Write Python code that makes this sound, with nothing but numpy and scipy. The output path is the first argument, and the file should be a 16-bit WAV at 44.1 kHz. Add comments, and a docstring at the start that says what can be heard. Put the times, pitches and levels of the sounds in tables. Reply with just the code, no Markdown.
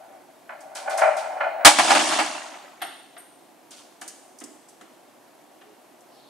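"""Roof tiles down a rubble chute

Tiles slide and knock in a hollow chute, as noise trains through resonances, then smash on the heap in a skip.
Shards ring as short decaying sines; a late piece drops and clinks, and grit patters in bursts of tiny ticks.
Noise tails make the walls of a quiet yard answer, with a far bird and faint low tone over shaped-noise air.
The camera widens the stereo with a delayed copy and overloads on the big smash."""
import sys
import numpy as np
from scipy import signal
from scipy.fft import rfft, irfft, next_fast_len
from scipy.io import wavfile
from scipy.ndimage import map_coordinates

SR = 44100
rng = np.random.default_rng(int(sys.argv[2]) if len(sys.argv) > 2 else 0)


def dump_mix(stems):
    """Bounce the given channels to the path in sys.argv[1] as a 16-bit WAV at rate SR."""
    frames = np.atleast_2d(stems).T  # one column per channel
    limited = np.clip(frames, -1, 1)  # hard clip at full scale
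    pcm = np.round(limited * 32767).astype(np.int16)
    wavfile.write(sys.argv[1], SR, pcm)


N = 277609

# Levels are relative: each layer has its own mix gain.
# Distant town and leaves: [f/Hz, level/dB]
AIR_SPECTRUM = [(18, -94.5), (30, -56.5), (64, -55.5), (117, -19.5), (192, -14.5), (263, -5), (379, -5),
                (410, -11.5), (709, -4), (874, -8.5), (1140, -13.5), (1260, -16), (4780, -26), (12300, -27),
                (15500, -38)]
# Far twitter: [t/s, centre f/Hz, level/dB]
BIRD_NOTES = [(6.06, 4700, -65), (6.14, 4200, -55), (6.21, 3700, -57.5), (6.29, 3900, -56)]
# Yard decay: [f/Hz, t60/s]
YARD_DECAY = [(150, 0.57), (700, 0.59), (1500, 0.6), (4000, .95), (9000, 0.9), (14000, 0.12)]
# Unshared part of the two ports: [f/Hz, side re mid/dB]
PORT_SIDE = [(100, -10), (700, -19), (3000, -10.5), (9000, -5.5), (14000, -3.5)]
# Delayed copy that widens the stereo: [f/Hz, level/dB]
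WIDENING = [(300, -5.5), (1500, -6.5), (5000, -8), (9000, -14), (13000, -28.5)]
# Handfuls of grit: [t/s, level/dB, t60/s]
GRIT_HANDFULS = [(0.605, -40.5, 0.15), (0.750, -28, 0.25), (0.896, -31.5, 0.3), (0.975, -22, 0.2),
                 (1.167, -31, 0.27), (3.707, -37, 0.25), (3.767, -41.5, 0.28), (4.0126, -30, 0.14),
                 (4.0776, -25.5, 0.109), (4.386, -33, 0.057), (4.401, -33.5, 0.098), (4.4377, -25, 0.053),
                 (4.686, -38.5, 0.1033), (4.811, -45.5, 0.11), (6.006, -48, 0.0797)]
# Fine grit ticks: [f/Hz, level/dB]
TICK_SPECTRUM = [(2000, -50), (5000, -1), (6300, 2), (7500, 1), (9200, 2.5), (11000, -7.5), (13000, -14.5),
                 (15000, -24)]
# Larger chips: [f/Hz, width/Hz, level/dB]
COARSE_MODES = [(3050, 920, -3), (4620, 1900, -3)]
# Small piece chattering: [t/s, level/dB]
CLINK_TIMES = [(2.8164, -28.5), (2.822, -42.5), (3.1768, -34.5)]
# Ring of that piece: [f/Hz, width/Hz, level/dB]
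CHIP_MODES = [(8400, 90, -14), (8750, 130, 0), (9990, 120, -6), (11630, 170, -6)]
# Stray landings: [t/s, clack level/dB, thud level/dB]
STRAY_DROPS = [(2.535, -36, -59), (2.804, -42, -56), (2.816, -21, -49), (2.822, -26, -56),
               (3.165, -37, -73), (4.014, -33, -52), (4.41, -40.5, -42.5), (4.809, -42.5, -54),
               (5.611, -44, -67.5)]
# Stray piece: [f/Hz, width/Hz, level/dB]
PIECE_MODES = [(722.4, 55.6, 8), (1170, 440, -6), (1570, 300, -9.5), (1950, 220, -7), (2940, 830, -11.5),
               (3270, 230, -22.5), (3780, 210, -18), (5100, 3100, -29)]
# Knocks in the chute: [t/s, level/dB, hard contact re knock/dB]
CHUTE_KNOCKS = [(0.491, -26.5, -2), (0.634, -38, -19), (0.753, -28, -3.5), (0.874, -15, -10),
                (0.981, -20, -1), (1.016, -4.5, -7), (1.404, -10.5, -5), (1.605, -15, -13)]
# Rumble of the sliding load: [t/s, level/dB]
SLIDE_LEVEL = [(0.0, -45.5), (0.42, -60), (1.03, -25), (1.63, -33.5)]
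# Air in the chute: [f/Hz, width/Hz, level/dB]
HOLLOW_MODES = [(574, 24, -12.5), (640, 63, -1.5), (759.5, 22, 1.5), (863, 79, -11.5)]
# Chute wall: [f/Hz, width/Hz, level/dB]
WALL_MODES = [(1070, 200, 0), (1374, 82, 0.5), (1490, 46, 3), (1702, 180, -3.5), (2071, 150, -6),
              (2415, 150, -7.5), (3000, 88, -15.5), (4160, 280, -28)]
# Tiles smashing on the heap: [t/s, level/dB, crumbling time/s]
HEAP_SMASHES = [(1.648, 6, 0.025), (1.783, -4.5, .018), (1.879, -13, .008), (1.9, -5, .02),
                (1.947, -7, 0.025), (1.989, -10, .004), (2.12, -15, .006), (2.185, -10.5, 0.023)]
# Clay tile: [f/Hz, width/Hz, level/dB]
TILE_MODES = [(827, 47, 5.5), (1206, 43, -3), (1684, 25, 0), (2230, 16, -9), (2306, 60, -7),
              (2700, 41, -13.5), (3110, 230, -14), (3370, 39, -12), (3700, 8, -12), (4710, 27, -10),
              (6400, 34, -24.5), (6330, 59, -23)]
# Clack of tile pieces: [f/Hz, level/dB]
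CLACK_SPECTRUM = [(40, -52), (130, -29.5), (450, -16.5), (600, 3), (760, 4.5), (1000, 0.5), (1400, -1.5),
                  (2500, -3.5), (3800, -14.5), (6000, -24), (12000, -43.5)]
# Flying splinters: [f/Hz, level/dB]
SPLINTER_SPECTRUM = [(200, -56.5), (1500, -18.5), (3000, -0.5), (5000, -1.5), (7000, -2), (9000, -2),
                     (10500, -8.5), (12000, -18.5), (15000, -44)]
# Steel skip and its load: [f/Hz, width/Hz, level/dB]
SKIP_MODES = [(115.4, 25, -27), (170, 16, -12), (255, 59, -2), (313, 43, 8), (420, 110, -7)]

AIR_DB = -54
HOOT_S, HOOT_LENGTH_S, HOOT_HZ, HOOT_DB = 5.7, 0.054, 422, -54  # middle, 1/e half length, pitch, level
WIDEN_S, TOP_HZ = 0.001621, 15700  # widening delay, band limit
COARSE_DB, COARSE_GROWS, HANDFUL_T60_S = -4.5, 1.5, 0.25  # chips re ticks in a full handful; dB per dB of t60
DROP_T60_S = 0.1
KNOCK_RISE_S = 0.0025  # hard contacts
REBOUND_S, REBOUND_LOSS_DB, REBOUND_DULL_DB = 0.026, 4.5, 7  # flight, strength and hardness lost each time
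SMASH_T60_S = 0.12  # after crumbling
SPLINTER_DB, SPLINTER_GROWS = -15, 1.7  # for a 0 dB smash; dB per dB of the blow
THUD_DB, THUD_GROWS = -27.5, 0.71  # same for the skip, which the heap cushions
SHOWER_START_S, SHOWER_PEAK_S, SHOWER_EBB_S, SHOWER_END_S = 1.71, 1.88, 2.148, 2.8
SHOWER_RISE_DB_PER_S, SHOWER_SAG_DB_PER_S, SHOWER_FALL_DB_PER_S = 36.5, 10.5, 44.5
SETTLE_GROWS = 1  # large pieces: dB per dB of the shower
PIECE_LOW_HZ, PIECE_HIGH_HZ = 950, 2990


def amp(db):
    """Decibels to gain."""
    return 10 ** (np.asarray(db) / 20)


def unit(x):
    """Scale to rms 1."""
    return x / np.sqrt(np.mean(x ** 2) + 1e-20)


def along(points, hz):
    """Interpolate (f/Hz, value) points on a log axis."""
    f, v = np.transpose(points)
    return np.interp(np.log(hz + 1), np.log(f + 1), v)


def curves(rows):
    """One gain per sample for each dB column, fading to silence in 20 ms outside the rows."""
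    s, *cols = np.transpose(rows)
    t = np.arange(N) / SR
    inside = np.interp(t, [s[0] - 0.02, s[0], s[-1], s[-1] + 0.02], [0, 1, 1, 0])
    return [inside * amp(np.interp(t, s, c)) for c in cols]


def wobble(rate_hz):
    """Smooth random curve through rate_hz knots a second."""
    return map_coordinates(rng.standard_normal(2048), [np.arange(N) * rate_hz / SR], mode="mirror")


def filtered(x, response):
    """x times a complex response of frequency."""
    m = next_fast_len(N + SR // 4, real=True)
    return irfft(rfft(x, m) * response(np.fft.rfftfreq(m, 1 / SR)), m)[..., :N]


def coloured(x, gain, size=8192):
    """Minimum-phase filter with the given gain of frequency, keeping the power of white noise."""
    cepstrum = irfft(np.log(gain(np.fft.rfftfreq(size, 1 / SR)) + 1e-6))
    # fold the cepstrum to make the filter causal
    cepstrum[1:size // 2] *= 2
    cepstrum[size // 2 + 1:] = 0
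    kernel = irfft(np.exp(rfft(cepstrum)))
    return signal.oaconvolve(x, kernel[None] / np.linalg.norm(kernel), axes=1)[:, :N]


def shaped(x, spectrum):
    """x through a smooth (f/Hz, level/dB) spectrum."""
    return coloured(x, lambda f: amp(along(spectrum, f)))


def resonate(x, modes):
    """x through (f/Hz, width/Hz, level/dB) resonances with steep skirts."""
    def gain(f):
        total = 0
        for centre, width, db in modes:
            detune = (f * f - centre * centre) / ((f + 1) * width * 2)
            total = total + amp(db) / (1 + detune ** 2 * 2)
        return total
    return coloured(x, gain)


def rattle(rate_hz, spread_db):
    """Mid and side trains of tiny random contacts, rate_hz a second on average, of rms 1."""
    hits = rng.random(N) < rate_hz / SR
    strength = amp(spread_db * rng.standard_normal(N))
    return unit(hits * strength * rng.choice([-1, 1], (2, N)))


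def blows(times_s, dbs, t60s, rise_s, holds_s=0):
    """Envelope of blows that swell, hold and die away; their powers sum."""
    power, t = np.zeros(N + SR), np.arange(SR // 2) / SR
    for s, db, t60, hold in np.broadcast(times_s, dbs, t60s, holds_s):
        fall_db = 60 * np.maximum(t - hold, 0) / max(t60, 0.01)
        envelope = amp(db - fall_db) * (1 - np.exp(-t / rise_s))
        power[round(s * SR):][:len(t)] += envelope ** 2
    return np.sqrt(power[:N])


def rings(s, hz, gain, t60_s, size):
    """Mid and side sum of dying sines, each cut to size samples by a linear fade."""
    s, hz, gain, t60_s = [np.reshape(v, (-1, 1)) for v in np.broadcast_arrays(s, hz, gain, t60_s)]
    t = np.arange(size) / SR
    fade = gain * amp(-60 * t / t60_s) * (1 - t / t[-1])
    at = (s * SR).astype(int) + np.arange(size)
    out = []
    for phase in rng.random((len(s), 2)).T[:, :, None]:
        tone = fade * np.sin(2 * np.pi * (hz * t + phase))
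        out.append(np.bincount(at.ravel(), tone.ravel(), N)[:N])
    return np.array(out)


def air():
    """Distant town hum and leaf hiss: shaped noise, drifting slightly in level."""
    noise = filtered(rng.standard_normal((2, N)), lambda f: amp(along(AIR_SPECTRUM, f)))
    return amp(AIR_DB + 0.29 * wobble(rate_hz=16)) * unit(noise)


def hoot():
    """Faint low tone that swells and fades: a sine under a Gaussian."""
    t = np.arange(N) / SR - HOOT_S
    return amp(HOOT_DB) * np.exp(-(t / HOOT_LENGTH_S) ** 2) * np.sin(2 * np.pi * HOOT_HZ * t)


def bird():
    """Far bird: one thin, quickly warbling tone, heard only through the yard."""
    s, hz, db = np.transpose(BIRD_NOTES)
    level, = curves(np.column_stack([s, db]))
    pitch_hz = np.interp(np.arange(N) / SR, s, hz) * (1 + 0.12 * wobble(rate_hz=260))
    return amp(-4.5) * level * np.sin(2 * np.pi * np.cumsum(pitch_hz) / SR)


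def yard(x, build_s):
    """Walls and trees return a diffuse tail that builds up, then decays at a rate set by frequency."""
    hz, t, z = signal.stft(rng.standard_normal((2, SR)), SR, nperseg=256)
    decay = amp(-60 * t / along(YARD_DECAY, hz)[:, None])
    tail = signal.istft(z * decay * (1 - np.exp(-t / build_s)), SR, nperseg=256)[1]
    return signal.fftconvolve(x, tail / np.linalg.norm(tail[0]), axes=1)[:, :N]


def grit():
    """Handfuls of chips spatter: clusters of tiny bright ticks, with more large chips in the longer ones."""
    s, db, t60_s = np.transpose(GRIT_HANDFULS)
    coarse_db = COARSE_DB + COARSE_GROWS * 20 * np.log10(t60_s / HANDFUL_T60_S)
    ticks = blows(s, db, t60_s, rise_s=0.00069) * rattle(rate_hz=6400, spread_db=3.5)
    chips = blows(s, db + coarse_db, t60_s, rise_s=0.014) * rattle(rate_hz=1900, spread_db=3)
    bright = amp(-9.5) * shaped(ticks, TICK_SPECTRUM)
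    return bright + amp(-2.5) * resonate(chips, COARSE_MODES) + amp(-8.5) * resonate(chips, WALL_MODES)


def clinks():
    """A small hard piece chatters against the heap and rings high."""
    s, db = np.transpose(CLINK_TIMES)
    chatter = blows(s, db, t60s=0.162, rise_s=0.0012) * rattle(rate_hz=7900, spread_db=-1.5)
    return amp(-8) * resonate(chatter, CHIP_MODES)


def strays():
    """Single pieces land without breaking: a dry clack, and a dull answer from the skip."""
    s, db, thud_db = np.transpose(STRAY_DROPS)
    clack = blows(s, db, DROP_T60_S, rise_s=0.0021) * rattle(rate_hz=7400, spread_db=2.5)
    thud = blows(s, thud_db, t60s=0.31, rise_s=0.0052) * rattle(rate_hz=1300, spread_db=3)
    return amp(-1.5) * resonate(clack, PIECE_MODES) + amp(2.5) * resonate(thud, SKIP_MODES)


def chute():
    """Tiles slide and rebound ever more softly, sounding the hollow; hard contacts ring the wall."""
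    s, db, hard_db = np.transpose(CHUTE_KNOCKS)
    bounce = np.arange(5)[:, None]
    s = s + REBOUND_S * bounce
    db = db - REBOUND_LOSS_DB * bounce
    hard_db = hard_db - REBOUND_DULL_DB * bounce
    slide = curves(SLIDE_LEVEL)[0] * amp(2 * wobble(rate_hz=45))  # load catches and slips
    hollow = amp(-9) * blows(s, db, t60s=0.098, rise_s=0.0032) + amp(-2.0) * slide
    wall = amp(-6) * blows(s, db + hard_db, t60s=0.17, rise_s=KNOCK_RISE_S) + amp(-16.0) * slide
    boom = resonate(hollow * rattle(rate_hz=3500, spread_db=0.5), HOLLOW_MODES)
    return boom + resonate(wall * rattle(rate_hz=2000, spread_db=0.5), WALL_MODES)


def flow():
    """Gain of the falling fragments: swells, sags while the load lasts, then ebbs away."""
    t = np.arange(N) / SR
    rise_db = SHOWER_RISE_DB_PER_S * np.maximum(SHOWER_PEAK_S - t, 0)
    sag_db = SHOWER_SAG_DB_PER_S * (np.clip(t, SHOWER_PEAK_S, SHOWER_EBB_S) - SHOWER_PEAK_S)
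    fall_db = SHOWER_FALL_DB_PER_S * np.maximum(t - SHOWER_EBB_S, 0)
    return amp(-(rise_db + sag_db + fall_db)) * (t > SHOWER_START_S) * (t < SHOWER_END_S)


def spread_starts(when):
    """One random start in each of len(when) equal slots of the shower."""
    count = len(when)
    return SHOWER_START_S + (np.arange(count) + when) / count * (SHOWER_END_S - SHOWER_START_S)


def clatter(spread_db, t60_s, count=44):
    """Larger pieces strike one by one within the shower, each with a clack and its own pitch."""
    when, pitch = rng.random((count, 2)).T
    s = spread_starts(when)
    flow_db = 20 * np.log10(flow()[(s * SR).astype(int)] + 1e-6)
    db = SETTLE_GROWS * flow_db + spread_db * rng.uniform(-1, 1, count)
    clack = blows(s, db, t60_s, rise_s=0.0006) * rattle(rate_hz=4000, spread_db=1)
    hz = PIECE_LOW_HZ * (PIECE_HIGH_HZ / PIECE_LOW_HZ) ** pitch
    ring = rings(s, hz, amp(db), t60_s=0.15, size=4000)
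    return amp(-25.5) * shaped(clack, CLACK_SPECTRUM) + amp(-29) * ring


def slivers(low_hz, high_hz, t60_s, count=26):
    """Thin slivers bounce clear of the shower and tinkle on as it dies down."""
    when, pitch = rng.random((count, 2)).T
    s = spread_starts(when)
    hz = low_hz * (high_hz / low_hz) ** pitch
    return rings(s, hz, flow()[(s * SR).astype(int)], t60_s, size=14000)


def shards(low_hz, high_hz, cycles, spread_db, count, size):
    """Even shower of fragments, each with its own pitch and life; rms 1 while it falls."""
    span_s = SHOWER_END_S - SHOWER_START_S
    when, pitch, life = rng.random((count, 3)).T
    hz = low_hz * (high_hz / low_hz) ** pitch
    gain = np.sqrt(hz) * amp(spread_db * rng.standard_normal(count))
    t60_s = cycles * (0.5 + life) / hz
    fall = rings(SHOWER_START_S + when * span_s, hz, gain, t60_s, size)
    return unit(fall) * np.sqrt(span_s * SR / N)


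def shower():
    """Pieces rain down: splinters fizz, chunks clatter and drum on the skip; chunks fade slowest."""
    falling = flow()
    fizz = shards(low_hz=2530, high_hz=11880, cycles=50, spread_db=-0.5, count=5000, size=700)
    chunks = shards(low_hz=570, high_hz=4650, cycles=18, spread_db=2.5, count=2200, size=1200)
    spray = amp(-28.5) * falling ** 1.35 * fizz
    rubble = amp(-34) * falling * chunks
    drum = amp(-33.5) * falling ** 1.4 * rattle(rate_hz=1300, spread_db=2.5)
    tinkle = amp(-39) * slivers(low_hz=6000, high_hz=8000, t60_s=0.5)
    chips = shaped(spray, SPLINTER_SPECTRUM) + shaped(rubble, CLACK_SPECTRUM)
    return chips + resonate(drum, SKIP_MODES) + tinkle


def halves(s, db, low_hz, high_hz, t60_s, count=7):
    """Every smash frees a few large pieces that ring at pitches of their own."""
    delay, pitch, strength = rng.random((len(s), 3, count)).transpose(1, 0, 2)
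    hz = low_hz * (high_hz / low_hz) ** ((np.arange(count) + pitch) / count)
    gain = amp(db[:, None] - 2.4 * strength) * (low_hz / hz) ** 0.35
    return rings(s[:, None] + 0.0096 * delay, hz, gain, t60_s, size=5000)


def heap():
    """Each smash is a burst of fractures: tiles clack and ring, splinters fly, the skip thuds."""
    s, db, crumble_s = np.transpose(HEAP_SMASHES)
    force = blows(s, db, SMASH_T60_S, rise_s=0.0016, holds_s=crumble_s)
    clack = amp(-9.5) * shaped(force * rattle(rate_hz=4000, spread_db=3.5), CLACK_SPECTRUM)
    ring = amp(-14) * resonate(force * rattle(rate_hz=4000, spread_db=2), TILE_MODES)
    ring += amp(-21) * halves(s, db, low_hz=880, high_hz=6000, t60_s=0.15)
    spray = blows(s, SPLINTER_DB + SPLINTER_GROWS * db, t60s=0.17, rise_s=0.0017, holds_s=0.78 * crumble_s)
    spray = spray * rattle(rate_hz=6000, spread_db=1.0)
    thud = blows(s, THUD_DB + THUD_GROWS * db, t60s=0.13, rise_s=0.0029, holds_s=crumble_s)
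    thud = thud * rattle(rate_hz=2100, spread_db=0.0)
    return clack + ring + shaped(spray, SPLINTER_SPECTRUM) + resonate(thud, SKIP_MODES)


def ports(pair):
    """Mid and side to left and right; the camera adds a delayed mid to one and takes it from the other."""
    mid, side = pair
    side = filtered(side, lambda f: amp(along(PORT_SIDE, f)))
    side += filtered(mid, lambda f: amp(along(WIDENING, f)) * np.exp(-2j * np.pi * f * WIDEN_S))
    return np.array([mid + side, mid - side])


def scene():
    """All the falling rubble in the yard, over the still air."""
    tumble, late, spatter, chime = chute(), strays(), grit(), clinks()
    crash = heap() + shower() + clatter(spread_db=5.5, t60_s=0.045)
    send = amp(-6) * tumble + amp(-18.5) * crash + amp(-4.5) * late
    send = send + amp(-8.5) * spatter + amp(-6.0) * chime + bird()
    echo = yard(send, build_s=0.007)
    return ports(tumble + crash + late + spatter + chime + hoot() + echo + air())


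def record(dry, knee_db=-17, memory_s=0.26):
    """Gain control ducks after a loud burst, too late to keep its peaks from flattening; then band limit."""
    keep = np.exp(-1 / (memory_s * SR))
    power = signal.lfilter([1 - keep], [1, -keep], np.mean(dry ** 2, axis=0))
    ducked = dry / (1 + (power / amp(knee_db + 6) ** 2) ** 2) ** (1 / 6)  # tends to 3:1
    clipped = ducked / (1 + np.abs(ducked) ** 8) ** (1 / 8)
    return filtered(clipped, lambda f: f < TOP_HZ)


dry = scene()
out = record(dry)
dump_mix(out)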